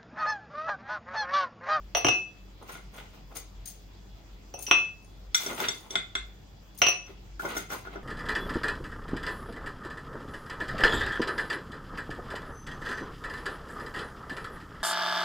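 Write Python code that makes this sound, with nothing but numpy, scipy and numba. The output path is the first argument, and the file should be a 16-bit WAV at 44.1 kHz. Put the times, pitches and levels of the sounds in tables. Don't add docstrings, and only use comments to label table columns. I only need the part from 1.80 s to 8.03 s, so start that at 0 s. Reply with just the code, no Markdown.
import sys
import numpy as np
from numba import njit
from scipy import signal
from scipy.fft import rfft, irfft, next_fast_len
from scipy.io import wavfile

SR = 44100
rng = np.random.default_rng(int(sys.argv[2]) if len(sys.argv) > 2 else 0)


def persist_wave(psi):
    counts = np.round(np.clip(psi, -1, 1) * 32767).astype(np.int16)
    wavfile.write(sys.argv[1], SR, np.atleast_2d(counts).T)


def volts_from_db(level):
    exponent = np.asarray(level, float) / 20
    return 10 ** exponent


N = 274743

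# (frequency [Hz], level [dB per Hz])
AIR_SPECTRUM = [(47, -36.5), (80, -3), (155, -8), (194, -10.5), (270, -17.5), (336, -8), (367, -20),
                (410, -15), (559, -20), (697, -18.5), (1540, -26), (3420, -26.5), (6630, -33),
                (10100, -55.5), (15700, -39.5)]
# (frequency [Hz], likeness [0..1])
AIR_LIKENESS = [(60, 0.51), (180, 0.76), (550, 0.33), (1650, 0.034), (4970, 0.013), (15000, 0.01)]
# (time [s], level [dB])
HUM = [(0.0, -47), (0.07, -45.5), (0.15, -52.5), (1.65, -47.5), (1.8, -42.5), (1.92, -50.5), (2.12, -47),
       (3.04, -54), (3.5, -44.5), (3.56, -58), (4.34, -50), (4.41, -43), (5.19, -57), (5.53, -40.5),
       (5.64, -56), (5.69, -49.5), (6.18, -49.5), (6.23, -54)]
# (frequency [Hz], width [Hz], level [dB])
MOTOR_TONES = [(100.6, 44, -59.5), (192.3, 9.7, -63), (3388, 37, -72.5), (4820, 270, -74.5)]
# (time [s], force [dB], contact fullness [dB], edge clack [dB], brightness [dB])
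GLASS_KNOCKS = [(0.1489, -14, -8.5, -14, -16), (0.1699, -38.5, 13, 0, 4.5), (0.2462, -14, -10.5, -9.5, -15),
                (0.2671, -12.5, -11, -20, -20), (0.2848, -8.5, -16, -19.5, -19.5),
                (2.7393, -40, 5.5, -14, -5), (2.866, -27, -48, -54, -11), (2.9116, -5, -17, -8.5, -21.5),
                (5.0172, -6.5, -19.5, -11, -17), (5.0255, -15.5, -10.5, -29, -17),
                (5.0368, -12, -21, -42, -21), (5.0662, -7, -20, -22, -20.5), (5.084, -22, -5, -11, -5.5)]
# (frequency [Hz], level in group [dB], t60 [s])
GLASS_MODES = [(545.5, -6.5, 0.12), (720.5, 5, 0.066), (901, 6.5, 0.037), (1168, 12.5, 0.017),
               (1369, 7, 0.022), (2607, -8, 0.31), (2600, -14.5, 0.37), (2820, -7, 0.12),
               (2983, 0.5, 0.019), (5710, -2.5, 0.11), (5863, 4, 0.11), (5990, 8.5, 0.058),
               (6300, -8, 0.11), (5904, 5.5, 0.11), (8830, 2.5, 0.062), (9540, -3, 0.043), (10430, 2, 0.16),
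               (10820, -15, 0.54), (11770, -2, .15), (13550, -7.5, .05), (15630, -2, .06)]
# first ring, thud, clack, second ring, top rings [Hz]
GLASS_GROUPS_HZ = [2610, 720, 1500, 5870, 10500]
# (time [s], thump [dB], boom [dB])
LANDINGS = [
    (0.248, -15.5, -30.5),
    (0.264, -18, -42),
    (0.285, -22.5, -32),
    (2.911, -22.5, -40.5),
    (5.017, -40, -37.5),
    (5.065, -30.5, -42.5),
    (5.291, -48, -66),
]
# (frequency [Hz], level in group [dB], t60 [s])
BASE_MODES = [(119, 6, 0.099), (317, 5, 0.039), (344, -8.5, 0.042), (355.6, -9, 0.093)]
BASE_GROUPS_HZ = [356, 130]
# (time [s], lower rings [dB], upper rings [dB])
TONG_TICKS = [(0.8274, -61, -66), (1.1654, -71, -60), (1.5527, -50.5, -62), (1.8574, -45, -56),
              (1.8746, -42, -47), (2.7898, -42, -52), (2.824, -42, -39), (3.2458, -60, -85),
              (4.976, -50.5, -49), (4.987, -49, -42)]
# (frequency [Hz], level in group [dB], t60 [s])
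TONG_MODES = [(6396, 0.5, .025), (9110, 5.5, 0.017), (9800, -17, .05), (10500, -9.5, 0.046),
              (11250, -11, 0.092), (13400, -6, .02), (14900, -11.5, .02)]
TONG_GROUPS_HZ = [9000, 12000]
# (peak [s], rub [dB], squelch over rub [dB], leaf hiss over rub [dB], fade [s])
STROKES = [(0.83, -59.5, 18, -11, 0.043), (0.91, -44.5, -0.5, -5, 0.094), (0.975, -51, 2, -12, 0.055),
           (1.18, -46.5, -0.5, -7, 0.11), (1.352, -55.5, 8, -8, 0.05), (1.52, -58.5, 12, -8, .05),
           (1.568, -44.5, 3.5, 6, 0.042), (3.625, -35, -3.5, 0, 0.075), (3.706, -34.5, 1, -8, 0.093),
           (3.808, -33.5, 4.5, -2, 0.086), (3.842, -29.5, -22, -24, 0.048), (3.9, -52, -2, 3.5, 0.18),
           (4.04, -55.5, 5, -8, 0.089), (4.14, -47, 4, -20, 0.072), (5.66, -38.5, 7.5, -7.5, 0.086),
           (5.72, -37, -3, -11.5, 0.1), (5.776, -39.5, -2, 1.5, 0.066), (5.93, -36, 3, -2, 0.067),
           (6.07, -50.5, -3, -14, 0.067), (6.115, -51.5, 2, -15, 0.056), (6.15, -45.5, 5, -23, 0.07)]
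# (peak [s], rub [dB], squelch over rub [dB],
# leaf hiss over rub [dB], fade [s])
SLIPS = [(2.786, -62.5, 21, 10, 0.024), (2.826, -63, 2.6, 17, 0.049), (2.89, -42.5, 6.5, -3, 0.027),
         (5.294, -52, 1.1, -13, 0.059)]
# (time [s], hiss [dB], rub over hiss [dB], fade [s])
FLICKS = [(1.858, -40.5, -20, 0.091), (3.224, -70.5, -19, 0.32), (3.546, -37.5, -11, 0.18),
          (4.104, -53, 4, .1), (4.95, -52, -29, 0.011), (4.986, -44.5, -27, .025), (5.597, -46.5, 0, 0.17)]
# (frequency [Hz], level [dB per Hz])
RUSTLE_SPECTRUM = [(88, -44), (150, -9.5), (382, -6.5), (464, -6.5), (1140, -6), (1430, -4.5), (1740, -17),
                   (2070, -6), (2380, -12), (3440, -12.5), (3870, -14), (9100, -27), (10400, -34.5),
                   (14800, -24), (15700, -24)]
# (time [s], force [dB], contact fullness [dB], hardness [dB], brightness [dB])
PITCHER_KNOCKS = [(0.8929, -36.5, -11, -20, -10), (0.9517, -40, -5, -7, -12),
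                  (3.5456, -23, -23.5, 12, 10.5), (3.6613, -31.5, -1, 4.5, 5.5),
                  (3.8009, -27, -7.5, 0.5, -9), (3.8219, -38, 7, -2, -11), (3.8474, -34, -10, 7, -16),
                  (3.8845, -30.5, -4.5, 13.5, 9.5), (4.1059, -57.5, 18, 28, 26.5),
                  (4.1545, -24, -9, 11.5, -8), (4.352, -25.5, -11.5, 8, -7), (5.2642, -63, -1, -2, 20),
                  (5.2925, -70, 31.5, -2, -6), (5.5951, -25.5, -18, -55, -30), (5.6512, -26, -8, -16, -16),
                  (5.7501, -33, -4, -24, -17), (5.7669, -27, -1.5, -6.5, -4), (5.901, -32, -7, -15, -8.5),
                  (5.9224, -28.5, -16, -21, -22), (6.0492, -39.5, -6, -25, -21.5),
                  (6.0701, -33.5, -4, -44, -24), (6.1562, -35, 2.5, -29, -16)]
# (frequency [Hz], level in group [dB], t60 [s])
PITCHER_MODES = [(321.4, -2.5, 0.11), (381.6, -1, 0.1), (683, -1, 0.039), (1400, -1, 0.05),
                 (1427.5, -4.5, 0.077), (1492, -1.5, 0.095), (2096, 1, 0.037), (3270, -4.5, 0.024),
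                 (3441, -4, 0.047), (3497, -4, 0.059), (3603, -4, 0.025), (3680, -9.5, 0.027),
                 (5798, 3, 0.045), (5870, -4.5, 0.051), (6210, -12, 0.042), (6920, 5.5, 0.034),
                 (7730, -4, 0.074), (8540, -2.5, 0.04), (9320, 0.5, 0.031)]
# first ring, thud, second ring, third ring, top rings [Hz]
PITCHER_GROUPS_HZ = [1480, 500, 3480, 5850, 7500]
# (frequency [Hz], level re range level [dB])
CRACK_SPECTRUM = [(150, -19), (300, -16), (1300, -7.5), (2700, -12), (4300, -14.5), (6000, -2.5),
                  (8000, -47), (11000, -28.5), (15000, -1.5)]
# (frequency [Hz], t60 [s])
ROOM_T60 = [(250, 0.34), (1000, 0.32), (2600, 0.33), (6000, 0.32), (12000, 0.15)]
# (frequency [Hz], difference [dB])
LEFT_FAVOUR = [(500, 0), (3000, -0.5), (10000, 8)]
# (frequency [Hz], gain [dB])
MICROPHONE = [(8000, -2.5), (9500, -2.5), (10200, -7.5), (12400, -0.5), (13000, 2), (15700, 0)]

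BAND_EDGES_HZ = 22 * 2 ** np.arange(0, 9.7, .4)
OPPOSED = np.array([[1], [-1]])
HALVES = np.array([[.5], [-.5]])


def rms_one(x):
    return x / np.sqrt(np.mean(x ** 2) + 1e-20)


def at_hz(points, hz):
    points_hz, values = np.array(points).T
    return np.interp(np.log(hz), np.log(points_hz), values)


def shaped(x, gain):
    size = next_fast_len(N)
    hz = np.arange(1, size // 2 + 2) * SR / size
    return irfft(rfft(x, size) * gain(hz), size)[..., :N]


def drift(rate_hz):
    r = np.exp(-80 * np.pi * rate_hz / SR)
    white = rng.standard_normal(N // 40 + 2002)
    slow = signal.lfilter([1], [1, -2 * r, r * r], white)[2000:]
    return np.interp(np.arange(N) / 40, np.arange(len(slow)), rms_one(slow))


def bands(x, lowest_hz):
    for k, (low, high) in enumerate(zip(BAND_EDGES_HZ, BAND_EDGES_HZ[1:])):
        if low > lowest_hz:
            sos = signal.butter(2, [low, high], "band", fs=SR, output="sos")
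            yield np.sqrt(low * high), signal.sosfilt(sos, x[k % 2])


def air():
    out, together = 0, drift(0.84)
    for hz, (mid, side) in bands(rng.standard_normal((2, 2, N)), lowest_hz=20):
        alike = np.clip(at_hz(AIR_LIKENESS, hz), 0, 1)
        gain = volts_from_db(at_hz(AIR_SPECTRUM, hz) + 0.21 * together + 1.93 * drift(8.4))
        out = out + gain * (np.sqrt(1 + alike) * mid + np.sqrt(1 - alike) * side * OPPOSED)
    return volts_from_db(-52) * rms_one(out)


def fridge():
    time_s, level_db = np.transpose(HUM)
    hum_db = np.interp(np.arange(N) / SR, time_s, level_db) + 3 * drift(8)
    hum_hz = 48 + .9 * drift(3)
    out = np.sqrt(2) * volts_from_db(hum_db) * np.sin(2 * np.pi * np.cumsum(hum_hz) / SR)
    for hz, width_hz, level_db in MOTOR_TONES:
        r = np.exp(-np.pi * width_hz / SR)
        a = [1, -2 * r * np.cos(2 * np.pi * hz / SR), r * r]
        once = signal.lfilter([1, 0, -1], a, rng.standard_normal(N + SR))
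        tone = signal.lfilter([1], a, once)[SR:]
        out = out + volts_from_db(level_db) * rms_one(tone)
    return out * volts_from_db(HALVES)


@njit(fastmath=True)
def swing_of(force, kept, pole, onset, left, right):
    out, swing, built = np.zeros((2, len(force))), 0j, 0j
    for i in range(len(force)):
        swing = swing * pole * kept[i] + force[i] + 1e-18
        built = built * pole * onset + swing * (1 - onset)
        out[0, i], out[1, i] = (built * left).imag, (built * right).imag
    return out


def ring(force, kept, hz, level_db, t60_s, push_s):
    pole = np.exp((2j * np.pi * hz - np.log(1000) / t60_s) / SR)
    lobe_db, lobe_phase = rng.normal(0, 1, 2)
    side = np.array([.5, -.5])
    phase = side * 1.98 * lobe_phase * min(hz / 1500, 1)
    left, right = volts_from_db(level_db + side * 2.1 * lobe_db) * np.exp(1j * phase)
    return swing_of(force, kept, pole, np.exp(-1 / (push_s * SR)), left, right)


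def struck(knocks, modes, groups_hz, rattle, slide, noise_bands, ring_db, crack_db, crack_s, top_db):
    rows, order = np.array(knocks), np.argsort(groups_hz)
    log_groups = np.log(groups_hz)[order]
    at = np.round(rows[:, 0] * SR).astype(int)
    uneven_db = .8 * rng.standard_normal((len(rows), len(modes)))
    kept = np.ones(N)
    kept[at] = volts_from_db(-7)

    def blows_at(hz):
        return volts_from_db([np.interp(np.log(hz), log_groups, row[1:][order]) for row in rows])

    out = 0
    for k, (hz, level_db, t60_s) in enumerate(modes):
        force = rattle * volts_from_db(-14 * abs(np.log2(hz / 1450))) + slide * min(hz / 5000, 1) ** 2
        force[at] += blows_at(hz) * volts_from_db(uneven_db[:, k] + ring_db)
        out = out + ring(force, kept, hz, level_db, t60_s, push_s=0.0014)
    for hz, band in noise_bands:
        r = np.exp(-1 / (crack_s * max(1200 / hz, 1) * SR))
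        spike = np.zeros(N)
        spike[at] = blows_at(hz) * (1 - r) * np.e
        swell = signal.lfilter([1], [1, -2 * r, r * r], spike + 1e-18)
        out = out + volts_from_db(at_hz(CRACK_SPECTRUM, hz) + crack_db + top_db * (hz > 10000)) * swell * band
    return out


def drinking_glass(noise, still):
    time_s, force, full, edge, bright = np.transpose(GLASS_KNOCKS)
    top = force - 12.5 + 1.6 * bright
    knocks = np.transpose([time_s, force, force + full, force + edge, force + bright, top])
    return struck(knocks, GLASS_MODES, GLASS_GROUPS_HZ, still, still, noise[3:],
                  ring_db=2.0, crack_db=5.0, crack_s=0.00097, top_db=6.0)


def landing_fruit(still):
    return struck(LANDINGS, BASE_MODES, BASE_GROUPS_HZ, still, still, [],
                  ring_db=-1.0, crack_db=0, crack_s=1, top_db=0)


def tongs(noise, still, slide):
    return struck(TONG_TICKS, TONG_MODES, TONG_GROUPS_HZ, still, slide, noise[9:],
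                  ring_db=9.5, crack_db=-7.0, crack_s=0.0047, top_db=4.5)


def gesture(peak_s, swell_s, fade_s):
    t = np.arange(N) / SR - peak_s
    return volts_from_db(-20 * np.where(t < 0, (t / max(swell_s, .001)) ** 2, t / max(fade_s, .001)))


def digging_levels():
    power = np.full((4, N), 1e-12)
    for rows, rattle_db in [(STROKES, 4), (SLIPS, -15)]:
        for peak_s, rub_db, squelch_db, hiss_db, fade_s in rows:
            over_rub_db = np.array([[squelch_db], [0], [hiss_db], [rattle_db]])
            power += (volts_from_db(rub_db + over_rub_db) * gesture(peak_s, 0.57 * fade_s, fade_s)) ** 2
    for time_s, hiss_db, rub_db, fade_s in FLICKS:
        over_hiss_db = np.array([[rub_db], [0]])
        power[1:3] += (volts_from_db(hiss_db + over_hiss_db) * gesture(time_s, .004, fade_s)) ** 2
    return 10 * np.log10(power)


def grains(per_s, spread_db, count):
    born = rng.random((count, N)) < per_s * volts_from_db(6 * drift(30)) / SR
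    sizes = volts_from_db(spread_db * np.minimum(rng.exponential(1, (count, N)), 4))
    snaps = born * sizes * rng.choice([-1, 1], (count, N))
    return rms_one(rms_one(snaps) + .5 * rng.standard_normal((count, N)))


def rustle(levels_db):
    ranges = [(100, 1200, -2.5, .4), (1200, 4500, -1.5, .8), (4500, 30000, -1.5, .9)]
    out = 0
    for level_db, (low_hz, high_hz, trim_db, wide) in zip(levels_db, ranges):
        def colour(hz):
            return volts_from_db(at_hz(RUSTLE_SPECTRUM, hz)) / (1 + (low_hz / hz) ** 6) / (1 + (hz / high_hz) ** 6)
        mid, side = shaped(grains(700, 3.0, count=2), colour)
        out = out + volts_from_db(level_db + trim_db) * rms_one(mid + wide * side * OPPOSED)
    return out


def pitcher(noise, rattle, slide):
    time_s, force, full, hard, bright = np.transpose(PITCHER_KNOCKS)
    top = force - 14.5 + (hard + bright) / 2
    knocks = np.transpose([time_s, force, force + full, force + hard, force + bright, top])
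    return struck(knocks, PITCHER_MODES, PITCHER_GROUPS_HZ, rattle, slide * volts_from_db(-14), noise,
                  ring_db=1.0, crack_db=-5.5, crack_s=0.0027, top_db=-12)


def kitchen(x):
    t, echoes = np.arange(SR * 6 // 10) / SR, 0
    for hz, (mid, side) in bands(rng.standard_normal((2, 2, len(t))), lowest_hz=100):
        decay = volts_from_db(-60 * t / at_hz(ROOM_T60, hz))
        echoes = echoes + (mid + min(hz / 700, 1) * side * OPPOSED) * decay
    echoes = echoes * np.clip(t / 0.0023, 0, 1) / np.sqrt(np.sum(echoes ** 2) / 2)
    return signal.fftconvolve(x.mean(axis=0)[None], echoes, axes=1)[:, :N]


def scene():
    levels_db, still = digging_levels(), np.zeros(N)
    rattle = volts_from_db(levels_db[3] - 36) * grains(600, 4.0, count=1)[0]
    slide = volts_from_db(levels_db[2] - 24.5) * grains(304, 7.6, count=1)[0]
    white = rng.standard_normal((2, N))
    noise = [(hz, rms_one(band)) for hz, band in bands(white, lowest_hz=120)]
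    counter = drinking_glass(noise, still) + landing_fruit(still) + tongs(noise, still, slide)
    counter = counter + rustle(levels_db) + pitcher(noise, rattle, slide)
    near = counter + volts_from_db(-2.5) * kitchen(counter)
    near = shaped(near, lambda hz: volts_from_db(at_hz(LEFT_FAVOUR, hz) * HALVES))
    return near + air() + fridge()


def top_cut(x):
    return signal.sosfilt(signal.butter(12, 16960, fs=SR, output="sos"), x)


def record(dry):
    heard = shaped(dry, lambda hz: volts_from_db(at_hz(MICROPHONE, hz)))
    heard = .95 * np.tanh(heard / .95)
    low_pass = signal.ellip(10, .5, 70, 15850, fs=SR, output="sos")
    mix = signal.sosfilt(low_pass, heard)
    return top_cut(mix)


dry = scene()
out = record(dry)
persist_wave(out)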